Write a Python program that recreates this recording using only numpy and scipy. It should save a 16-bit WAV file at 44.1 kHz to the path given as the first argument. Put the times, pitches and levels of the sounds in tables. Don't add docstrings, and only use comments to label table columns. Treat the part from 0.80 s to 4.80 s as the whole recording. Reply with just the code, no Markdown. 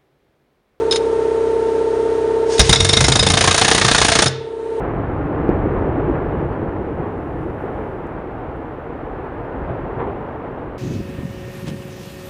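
import sys
import numpy as np
from scipy import signal
from scipy.fft import rfft, irfft
from scipy.io import wavfile
from scipy.ndimage import uniform_filter1d, map_coordinates

SR = 44100
rng = np.random.default_rng(int(sys.argv[2]) if len(sys.argv) > 2 else 0)


def dump(signal):
    limited = np.clip(np.atleast_2d(signal).T, -1, 1)
    pcm = np.round(limited * 32767).astype(np.int16)
    wavfile.write(sys.argv[1], SR, pcm)


N = 176400
TIME_S = np.arange(N) / SR
AGE_S = np.arange(SR // 2) / SR


def amp(db):
    return 10 ** (np.asarray(db) / 20)


def along(points, hz):
    freq_hz, values = np.transpose(points)
    return np.interp(np.log(hz + 1), np.log(freq_hz + 1), values)


def wobble(rate_hz):
    return map_coordinates(rng.standard_normal(2000), [TIME_S * rate_hz + 2], mode="wrap")


def noise(spectrum, size=len(AGE_S)):
    gain = amp(along(spectrum, np.fft.rfftfreq(size, 1 / SR)))
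    x = irfft(rfft(rng.standard_normal(size)) * gain, size)
    return x / x.std()


def fade(t60_s, attack_s):
    return np.exp(-np.log(1000) * AGE_S / t60_s) * (1 - np.exp(-AGE_S / attack_s))


def ring(modes, attack_s, scatter_db, detune, rough):
    out = np.zeros(len(AGE_S))
    for freq_hz, level_db, t60_s in modes:
        envelope = amp(level_db + scatter_db * rng.normal()) * fade(t60_s, attack_s)
        pitch_hz = freq_hz * (1 + detune * rng.normal())
        wander = rough * np.cumsum(rng.standard_normal(len(AGE_S))) / np.sqrt(SR)
        out += envelope * np.sin(2 * np.pi * (pitch_hz * AGE_S + wander))
    return out


def add(track, start_s, sound):
    part = track[round(start_s * SR):][:len(sound)]
    part += sound[:len(part)]


# freq_hz, t60_s
ROOM_DECAY = [(100, 0.48), (1000, 0.45), (2500, 0.56), (3800, 0.5), (5300, 0.38), (10000, 0.16)]

def workshop_reverb(x):
    freq_hz, age_s, bands = signal.stft(rng.standard_normal(SR), SR, nperseg=256)
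    decay = np.exp(-np.log(1000) * age_s / along(ROOM_DECAY, freq_hz)[:, None])
    tail = signal.istft(bands * decay, SR, nperseg=256)[1]
    return signal.fftconvolve(x, tail / np.linalg.norm(tail))[:N]


# shaft_harmonic, level_db
HUM_LINES = [(4, -40), (6, -48), (8, -43), (12, -51), (14, -50), (16, -43), (18, -36), (20, -42), (22, -31),
             (24, -31), (26, -24), (28, -18), (29, -38), (30, -41), (31, -39), (32, -39), (33, -48),
             (34, -41), (35, -45), (36, -44), (38, -47), (40, -41), (42, -49), (44, -46), (50, -51),
             (54, -47), (55, -40), (56, -33), (57, -42), (58, -53), (60, -50), (83, -48), (84, -49),
             (113, -53)]
# freq_hz, density_db
AIR_SPECTRUM = [(20, -41), (45, -6), (150, -9), (300, 1.5), (450, 7), (700, -2.5), (950, -4), (1500, -7),
                (2300, -14.5), (4000, -19.5), (5000, -28), (6300, -26), (7700, -28.5), (8400, -24.5),
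                (10000, -30)]

def compressor(shaft_hz=16.15, casing_hz=440, casing_width_hz=18):
    turns = shaft_hz * (TIME_S - .0205) + .0023 * wobble(3.42)
    hum = np.zeros(N)
    for harmonic, level_db in HUM_LINES:
        lag_rad = np.arctan((harmonic * shaft_hz - casing_hz) / casing_width_hz)
        scatter_rad = rng.normal() * np.interp(level_db, [-42, -34], [1.5, .1])
        envelope = np.sqrt(2) * amp(level_db + .62 * wobble(6.92))
        hum += envelope * np.sin(2 * np.pi * harmonic * turns - lag_rad + scatter_rad + .36 * wobble(4.95))
    ripple_db = .95 * np.cos(4 * np.pi * shaft_hz * turns)
    air = amp(-31.5 + ripple_db + .31 * wobble(12)) * noise(AIR_SPECTRUM, N)
    return amp(-.11) * hum + air


# time_s, level_db
VALVE_FLOW = [(1.66, -51), (1.725, -28), (1.775, -30.5), (1.85, -19.5), (1.98, -21), (2.3, -17.5),
              (3.44, -9.5), (3.48, -39), (3.6, -73)]
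# freq_hz, density_db
EXHAUST_SPECTRUM = [(200, -4), (2000, 0.5), (3500, 0), (4600, 2.5), (5400, 4.5), (6200, 1), (6700, 3.5),
                    (7500, -7), (8500, -1.5), (10400, -11)]

def exhaust():
    level_db = np.interp(TIME_S, *np.transpose(VALVE_FLOW)) + wobble(60)
    return amp(level_db) * noise(EXHAUST_SPECTRUM, N)


# start_s, tick_db, ring_db, undamped_s
CHISEL_TAPS = [(0.1102, -15, -11.5, 0.012), (.1235, -8, -22, .012), (0.1457, -22, -22, .012),
               (.1585, -10, -31, 0.022), (1.7798, -13.5, -23, 0.0076), (1.802, -4, -8, 0.015),
               (3.468, -4, -1.5, 0.016)]
# freq_hz, density_db
TICK_SPECTRUM = [(300, -21), (1600, -1.5), (2500, -5), (3750, 3.5), (4500, 0), (5300, -4.5), (6900, -3),
                 (8000, -20), (8800, -8.5), (9500, -2), (10400, -29.5)]
# freq_hz, level_db, t60_s
TOOL_BODY_MODES = [(3750, 4.5, 0.056), (5150, 0, 0.34), (9400, -2, 0.022)]

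def chisel_taps():
    out = np.zeros(N)
    for start_s, tick_db, ring_db, undamped_s in CHISEL_TAPS:
        tick = amp(tick_db - 4.5) * noise(TICK_SPECTRUM) * fade(t60_s=.061, attack_s=.00071)
        damping = np.exp(-np.maximum(AGE_S - undamped_s, 0) / .0025)
        clink = ring(TOOL_BODY_MODES, attack_s=.003, scatter_db=.7, detune=.002, rough=1.6)
        add(out, start_s, tick + amp(ring_db) * damping * clink)
    return out


def impact_noise(common, spectrum, shared_power=.15):
    return np.sqrt(shared_power) * common + np.sqrt(1 - shared_power) * noise(spectrum)


# strike_s, crack_db, mid_db, bass_db, chisel_db, clank_hz
HAMMER_BLOWS = [(1.7959, 2, -9, -6.5, -8, 2060), (1.895, 1, -13.5, -9.5, -11.5, 2020),
                (1.9288, 2.5, -6, -20, -4.5, 1400), (1.9575, -20, -17, -14, -7.5, 1760),
                (2.0041, -1.5, -13.5, -11.5, -12, 2100), (2.0482, -0.5, -15, -14, -18.5, 2130),
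                (2.0911, -4.5, -16.5, -15, -11, 2130), (2.1324, -2.5, -14.5, -15.5, -7.5, 620),
                (2.1696, -2, -13.5, -15.5, -9.5, 1370), (2.2079, 1, -13, -8.5, -18, 580),
                (2.243, -2, -14, -12.5, -7, 2140), (2.284, -0.5, -14, -5.5, -18, 1420),
                (2.3204, -4, -14, -16, -10.5, 590), (2.3569, -2, -14, -10.5, -10.5, 1244),
                (2.3935, -5, -16.5, -14, -9.5, 2030), (2.4286, -3.5, -15.5, -12.5, -17, 648),
                (2.4676, 1, -15, -11, -11, 890), (2.5022, 1, -13.5, -9.5, -8, 2166),
                (2.538, -2, -13, -10.5, -10, 620), (2.573, -0.5, -10.5, -17, -9, 672),
                (2.6101, 1, -10, -15, -14, 1750), (2.6418, 0, -10.5, -20, -23, 1030),
                (2.6764, 1.5, -7, -11, -15, 1065), (2.7111, 0, -10.5, -24, -12, 1186),
                (2.7451, 1, -12, -22, -15, 643), (2.78, 0.5, -11, -37, -17, 673),
                (2.8153, 1, -7.5, -10.5, -10, 740), (2.8478, -0.5, -9.5, -34, -27, 1840),
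                (2.882, 2, -10, -17.5, -12, 835), (2.9146, 2, -7, -25, -19, 765),
                (2.9486, 3, -11.5, -12, -13, 1990), (2.98, 0, -11.5, -19, -16, 890),
                (3.015, -5, -9.5, -20, -20, 1870), (3.0476, -0.5, -10, -10.5, -12, 866),
                (3.0825, -2.5, -9.5, -31, -15, 1530), (3.1142, 0, -9.5, -14.5, -10, 1780),
                (3.1481, 0.5, -7, -21, -18, 1440), (3.1821, 2, -12, -12, -7, 1840),
                (3.216, 0, -6, -16, -22, 1117), (3.2484, 3, -10, -18.5, -18, 680),
                (3.2851, 1, -9, -14, -21, 890), (3.3196, -1.5, -9.5, -23, -22, 667),
                (3.3546, 1, -8, -16, -22, 1536), (3.3895, 0.5, -7, -16.5, -18, 1083),
                (3.4235, 6, -8, -14.5, -19, 638), (3.4607, 0, -14, -13, -12.5, 1373)]
# time_s, gain_db
BLOW_DRIVE = [(1.8, 4), (1.93, 5), (2.1, 8.5), (2.4, 13), (2.8, 12.5), (3.45, 12.5)]
# freq_hz, density_db
CRACK_SPECTRUM = [(300, -21), (1500, -12.5), (2700, -5.5), (3700, -6.5), (4500, -6.5), (5300, -6),
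                  (6800, -1), (7900, -12.5), (8700, -4.5), (9500, -2), (10500, -16.5)]
# freq_hz, density_db
CLANG_SPECTRUM = [(150, -1.5), (400, -1), (700, 0.5), (1000, -1.5), (1500, -0.5), (2100, -2.5), (2600, -6),
                  (3400, -2), (4400, -5.5), (6500, -11), (10000, -23)]
# freq_hz, density_db
THUD_SPECTRUM = [(20, -37), (38, -22), (55, -2.5), (110, 0), (200, -2), (400, -11), (900, -12), (4000, -60)]
# freq_hz, level_db, t60_s
PLATE_MODES = [(61.4, -4.5, 0.17), (93.7, -4, 0.41), (132.7, -4.5, 0.42)]
# freq_hz, level_db, t60_s
CHISEL_MODES = [(2096, -15.5, 0.093), (3530, -11.5, 0.045), (3718, 0.5, 0.047), (3836, -1.5, 0.029),
                (3990, -5.5, .03), (4520, -16.5, .05), (5060, -13.5, 0.14), (5570, -15.5, 0.11),
                (7000, -12, 0.028), (8550, -12.5, 0.032), (9010, -12, 0.018)]

def hammer(bite_s=2.45, bite_rise_s=.08, contact_lead_s=.0026, recoil_s=.016):
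    out = np.zeros(N)
    common_crack, common_clang = noise(CRACK_SPECTRUM), noise(CLANG_SPECTRUM)
    for strike_s, crack_db, mid_db, bass_db, chisel_db, clank_hz in HAMMER_BLOWS:
        bite = .5 + .5 * np.tanh((strike_s - bite_s) / bite_rise_s)
        drive = amp(np.interp(strike_s, *np.transpose(BLOW_DRIVE)))
        crack = impact_noise(common_crack, CRACK_SPECTRUM) * fade(t60_s=.04, attack_s=.0025)
        clang = impact_noise(common_clang, CLANG_SPECTRUM) * fade(t60_s=.077, attack_s=.0029)
        thud = noise(THUD_SPECTRUM) * fade(t60_s=.097, attack_s=.00086)
        boom = ring(PLATE_MODES, attack_s=.005, scatter_db=5, detune=.0021, rough=.49)
        chisel = ring(CHISEL_MODES, attack_s=.0011, scatter_db=3.5, detune=.012, rough=1.94)
        clank = ring([(clank_hz, 0, .07)], attack_s=.0024, scatter_db=2, detune=.0055, rough=2.3)
        recoil_db = crack_db - 13 + 2 * rng.normal()
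        recoil = amp(recoil_db) * noise(CRACK_SPECTRUM) * fade(t60_s=.023, attack_s=.0006)
        contact = (amp(crack_db - 4 - 3.3 * bite) * crack
                   + amp(mid_db + 5.5) * clang
                   + amp(mid_db - 4.5 + 4 * bite) * clank
                   + amp(bass_db + 1.6 * bite) * thud
                   + amp(bass_db - 2 - 6.2 * bite) * boom)
        add(out, strike_s - contact_lead_s, drive * contact)
        add(out, strike_s + .0012, drive * amp(chisel_db + 5.5 - 6.3 * bite) * chisel)
        add(out, strike_s + recoil_s + .003 * rng.normal(), drive * recoil)
    return out


def scene():
    tool, taps = hammer() + exhaust(), chisel_taps()
    reverb = workshop_reverb(amp(-14) * tool + amp(-22) * taps)
    return (tool + taps + reverb + compressor())[None]


def gain_control(x, target_db, attack_s, release_db_per_s, hop=128):
    level_db = 10 * np.log10(np.abs(uniform_filter1d(x ** 2, hop * 10)) + 1e-12)[::hop]
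    cut_db, cuts_db, step_s = 0, [], hop / SR
    for over_db in level_db - target_db:
        if over_db > cut_db:
            cut_db += (over_db - cut_db) * min(step_s / attack_s, 1)
        else:
            cut_db = max(cut_db - release_db_per_s * step_s, 0)
        cuts_db.append(cut_db)
    return x * amp(-np.interp(TIME_S, TIME_S[::hop], cuts_db))


def record(dry):
    low_cut_hz, high_cut_hz = 36, 10450
    x = signal.sosfilt(signal.butter(2, low_cut_hz, "high", fs=SR, output="sos"), dry[0])
    x = gain_control(x, target_db=-13, attack_s=.064, release_db_per_s=18.5)
    x = x / (1 + np.abs(x) ** 6) ** (1 / 6)
    passband = 1 / np.sqrt(1 + (np.fft.rfftfreq(2 * N, 1 / SR) / high_cut_hz) ** 240)
    return irfft(rfft(x, 2 * N) * passband)[None, :N]


dry = scene()
out = record(dry)
dump(out)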